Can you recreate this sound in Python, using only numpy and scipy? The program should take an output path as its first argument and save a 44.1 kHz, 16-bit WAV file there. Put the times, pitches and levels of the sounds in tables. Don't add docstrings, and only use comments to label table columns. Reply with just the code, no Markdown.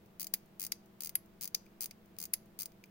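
import sys
import numpy as np
from scipy import signal
from scipy.fft import rfft, irfft, next_fast_len
from scipy.io import wavfile
from scipy.ndimage import uniform_filter1d, map_coordinates

SR = 44100
rng = np.random.default_rng(int(sys.argv[2]) if len(sys.argv) > 2 else 0)


def to_wav(sig):
    pcm = np.clip(np.atleast_2d(sig), -1, 1) * 32767
    pcm = np.round(pcm).astype(np.int16)
    wavfile.write(sys.argv[1], SR, pcm.T)


N = 127890
CLICK_SAMPLES, LEAD_S = 8192, 0.003
CLICK_TIME = np.arange(CLICK_SAMPLES) / SR - LEAD_S


def amp(db):
    return 10 ** (np.asarray(db) / 20)


def unit(x):
    return x / np.sqrt(np.mean(x ** 2) + 1e-20)


def along(points, hz):
    f, values = np.transpose(points)
    return np.interp(np.log(hz + 1), np.log(f + 1), values)


def wobble(knots_per_s):
    return map_coordinates(rng.standard_normal(8192), [np.arange(N) * knots_per_s / SR])


def filtered(x, response):
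    size = next_fast_len(N + SR // 2)
    return irfft(rfft(x, size) * response(np.fft.rfftfreq(size, 1 / SR)), size)[..., :N]


def minimum_phase(gain):
    cepstrum = irfft(np.log(np.maximum(gain, 1e-6)))
    half = CLICK_SAMPLES // 2 - 1
    return np.exp(rfft(cepstrum * np.r_[1, np.full(half, 2), 1, np.zeros(half)]))


def pan(db):
    return amp(np.array([[1], [-1]]) * db / 2)


def place(out, blow_s, sound, lag_s=0.0002):
    for channel, at in enumerate([blow_s, blow_s + lag_s]):
        part = out[channel, round((at - LEAD_S) * SR):][:CLICK_SAMPLES]
        part += sound[channel, :len(part)]


# f/Hz, relative level/dB
AIR_SPECTRUM = [(15, -7), (35, -8.5), (65, -11), (130, -6.5), (200, -9.5), (270, -12.5), (370, -11),
                (600, -15), (900, -19), (2900, -28), (6000, -35.5), (9100, -39), (16000, -30.5)]
# f/Hz, correlation
AIR_CORRELATION = [(30, .9), (70, 0.66), (150, .88), (300, 0.85), (600, 0.21), (1200, 0.08),
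                   (10000, 0.0507)]
def room_air():
    def response(hz):
        spread = np.arccos(along(AIR_CORRELATION, hz)) / 2
        return amp(along(AIR_SPECTRUM, hz)) * (hz < 16000) * [np.cos(spread), np.sin(spread)]
    return amp(-64) * unit(filtered(rng.standard_normal((2, N)), response)) / np.sqrt(2)


# f/Hz, level/dB
HUM_TONES = [(167.3, -74), (192.3, -67.5), (214.3, -69.5), (335.5, -72.5), (382.5, -79), (475, -82.5),
             (657, -78.5)]
def appliance_hum(waver_db=2.5, side_db=-15.5):
    t = np.arange(N) / SR
    mid_side = np.zeros((2, N))
    for hz, db in HUM_TONES:
        for channel, gain in enumerate([amp(db), amp(db + side_db)]):
            waver = amp(waver_db * wobble(9))
            phase = 0.67 * np.sqrt(hz / 200) * wobble(12) + rng.uniform(0, 2 * np.pi)
            mid_side[channel] += gain * unit(waver * np.sin(2 * np.pi * hz * t + phase))
    return mid_side


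# f/Hz, t60/s
ROOM_DECAY = [(300, .35), (2500, 0.22), (6000, .32), (11000, 0.2), (16000, .19)]
def room_reflections(x, tail_db=-26, walls_db=-20.5, walls_t60=0.094):
    hz, t, spectra = signal.stft(rng.standard_normal((2, SR // 2)), SR, nperseg=256)
    tail = signal.istft(spectra * amp(-60 * t / along(ROOM_DECAY, hz)[:, None]), SR, nperseg=256)[1]
    t = np.arange(tail.shape[1]) / SR
    walls = rng.standard_normal(tail.shape) * amp(-60 * t / walls_t60)
    answer = amp(tail_db) * tail / np.linalg.norm(tail[0])
    answer += amp(walls_db) * walls / np.linalg.norm(walls[0])
    delayed = np.pad(x, ((0, 0), (SR // 200, 0)))
    return signal.fftconvolve(delayed, answer, axes=1)[:, :N]


# f/Hz, half width/Hz, relative level/dB, left minus right/dB
CASE_MODES = [(2078, 66, -15, 3.5), (2440, 230, -20, 1.5), (3960, 140, -23.5, -5.5), (4747, 170, -7, 1.5),
              (5130, 220, -11.5, 7), (6070, 125, -10.5, 5.5), (6275, 180, -9, 4.5), (7050, 370, -13.5, -1),
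              (8440, 330, -17, -8), (9364, 340, -8, 3.5), (10790, 280, -11, 0.5), (11760, 360, -7.5, 4),
              (14080, 230, -13.5, 5), (15280, 332, 0.5, 10)]
# f/Hz, relative level/dB
DENSE_MODES = [(200, -48.5), (800, -36), (1500, -26.5), (3000, -22.5), (5500, -15.5), (7500, -20.5),
               (11000, -16), (14000, -9.5), (16500, -17.5)]
# f/Hz, left minus right/dB
DENSE_PAN = [(1100, -8), (2200, 0), (5500, 1.5), (8000, -1), (11000, 3.5), (15000, -1.5)]
def watch_case(colour, dense_db=0):
    hz = np.fft.rfftfreq(CLICK_SAMPLES, 1 / SR)
    power = (amp(dense_db + along(DENSE_MODES, hz)) * pan(along(DENSE_PAN, hz))) ** 2
    for centre, width, db, pan_db in CASE_MODES:
        peak = amp(db) / (1 + 0.5 * ((hz - centre) / width) ** 2)
        power += (peak * pan(pan_db)) ** 2
    return minimum_phase(unit(np.sqrt(power)) * amp(along(colour, hz)))


def roughness():
    return rng.standard_normal((2, CLICK_SAMPLES))


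def click(grit, body, contact_s, rattle_db, t60):
    after = np.maximum(CLICK_TIME, 0)
    slide = amp(-23) * np.exp(-np.abs(CLICK_TIME) / 0.0014)
    contact = np.exp(-(after / contact_s) ** 4)
    scatter_db = np.array([[0], [14.5]])
    rattle = amp(rattle_db + scatter_db - 60 * after / t60)
    blow = np.hypot(contact, rattle) * (1 - np.exp(-after / 0.00023))
    force = rfft(grit * (slide + blow))
    power = uniform_filter1d(uniform_filter1d(np.abs(force) ** 2, size=70), size=70)
    force /= np.sqrt(np.abs(power) + 1e-12)
    return 10 * irfft(force * body) * (CLICK_TIME < 0.1)


def ring(modes):
    t = np.maximum(CLICK_TIME, 0)
    tones = 0
    for hz, db, t60 in modes:
        phase = rng.normal(0, 0.75, (2, 1))
        tones += amp(db - 60 * t / t60) * np.sin(2 * np.pi * hz * t + phase)
    return tones * (1 - np.exp(-t / 0.00055))


# f/Hz, relative level/dB
TICK_SPECTRUM = [(2000, -27.5), (6000, 3.5), (11000, 1), (15000, 2)]
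def escapement(first_s=0.0595, period_s=0.1999):
    out, body = np.zeros((2, N)), watch_case(TICK_SPECTRUM)
    for at in np.arange(first_s, N / SR - 0.01, period_s):
        place(out, at, amp(-64) * click(roughness(), body, contact_s=0.0015, rattle_db=-14, t60=0.03))
    return out


# t/s, tap level/dB, ring level/dB
CROWN_KNOCKS = [(1.6640, -62, -54), (1.9104, -40.5, -46), (2.1660, -60, -57), (2.7195, -58.5, -67),
                (2.8393, -48.5, -45.5)]
# f/Hz, relative level/dB
KNOCK_SPECTRUM = [(1000, 1), (2300, 9), (6000, 3), (9000, -2.5), (15000, -7)]
# f/Hz, relative level/dB, t60/s
CROWN_MODES = [(2390, 2.5, 0.014), (2680, -6.5, 0.011), (5020, -7, .009), (6230, -17, 0.0052)]
def crown_knocks():
    out, body = np.zeros((2, N)), watch_case(KNOCK_SPECTRUM)
    for at, tap_db, ring_db in CROWN_KNOCKS:
        tap = click(roughness(), body, contact_s=0.0008, rattle_db=-18, t60=0.024)
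        place(out, at, amp(tap_db) * tap + amp(ring_db) * ring(CROWN_MODES), lag_s=0)
    return out


# t/s, level/dB
TOOTH_SLIPS = [(0.1974, -33), (0.2064, -34), (0.2159, -31.5), (.2291, -33.5), (0.2442, -34.5),
               (0.2688, -33.5), (0.5971, -33), (0.6061, -34), (0.6168, -31.5), (0.6278, -32.5),
               (0.6381, -32), (0.6495, -32), (.666, -33), (1.0065, -31), (1.0205, -34), (1.0346, -32),
               (1.047, -32.5), (1.0587, -33), (1.0718, -33.5), (1.0933, -34.5), (1.4105, -34),
               (1.4191, -35.5), (1.4269, -34.5), (1.4348, -33.5), (1.443, -32), (1.4549, -33.5),
               (1.476, -35), (1.8075, -30.5), (1.8167, -32), (1.8237, -31), (1.8328, -32), (1.842, -31),
               (1.8581, -32.5), (2.1864, -34), (2.2016, -34.5), (2.2147, -35), (2.2266, -33.5),
               (2.2385, -32.5), (2.254, -34), (2.5899, -32), (2.6003, -33), (2.6083, -32), (2.6193, -32.5),
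               (2.6315, -34.5), (2.657, -34)]
# f/Hz, relative level/dB
TOOTH_SPECTRUM = [(1200, 3), (2200, -2), (3500, 0.5), (4800, -0.5), (7500, 0.5), (9300, 1.5), (12500, -1),
                  (15300, -2.5)]
def ratchet(common_share=0.53, scatter_db=1.43):
    out, common = np.zeros((2, N)), rng.standard_normal((2, CLICK_SAMPLES))
    for at, db in TOOTH_SLIPS:
        colour = [(hz, level + scatter_db * rng.standard_normal()) for hz, level in TOOTH_SPECTRUM]
        grit = np.sqrt(common_share) * common + np.sqrt(1 - common_share) * roughness()
        tooth = click(grit, watch_case(colour), contact_s=0.0013, rattle_db=-12, t60=0.028)
        place(out, at, amp(db) * tooth)
    return out


SNAP_BANDS = [2460, 5800, 9400, 11300, 15000]
# t/s, contact/s, level/dB in each of the five bands, spring level/dB
GEAR_SNAPS = [(0.3387, 0.0018, -15.5, -21.5, -22.5, -16.5, -21, -36),
              (.7200, 0.0028, -17.5, -18, -26, -20.5, -35, -60),
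              (1.1541, 0.002, -15.5, -28, -28.5, -9.5, -32.5, -24),
              (1.5465, 0.0038, -19.5, -13, -26, -21, -29, -43),
              (2.3351, 0.0047, -22, -42, -27, -20.5, -25, -23),
              (2.338, .0014, -19.5, -20.5, -24, -21, -34.5, -26)]
# f/Hz, relative level/dB, t60/s
SPRING_MODES = [(11060, -1, 0.027), (11500, -4.5, 0.024)]
def gear_snaps():
    out = np.zeros((2, N))
    for at, contact_s, *band_db, spring_db in GEAR_SNAPS:
        body = watch_case(list(zip(SNAP_BANDS, band_db)), dense_db=-0.5)
        blow = click(roughness(), body, contact_s, rattle_db=-11.5, t60=0.027)
        place(out, at, blow + amp(spring_db) * ring(SPRING_MODES))
    return out


def scene():
    watch = ratchet() + gear_snaps() + crown_knocks() + escapement()
    reflections = room_reflections(watch)
    mid, side = room_air() + appliance_hum()
    return watch + reflections + np.array([mid + side, mid - side])


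def record(dry):
    return filtered(dry, lambda hz: amp(-np.clip((hz - 16000) / 200, 0, 12) ** 2))


dry = scene()
out = record(dry)
to_wav(out)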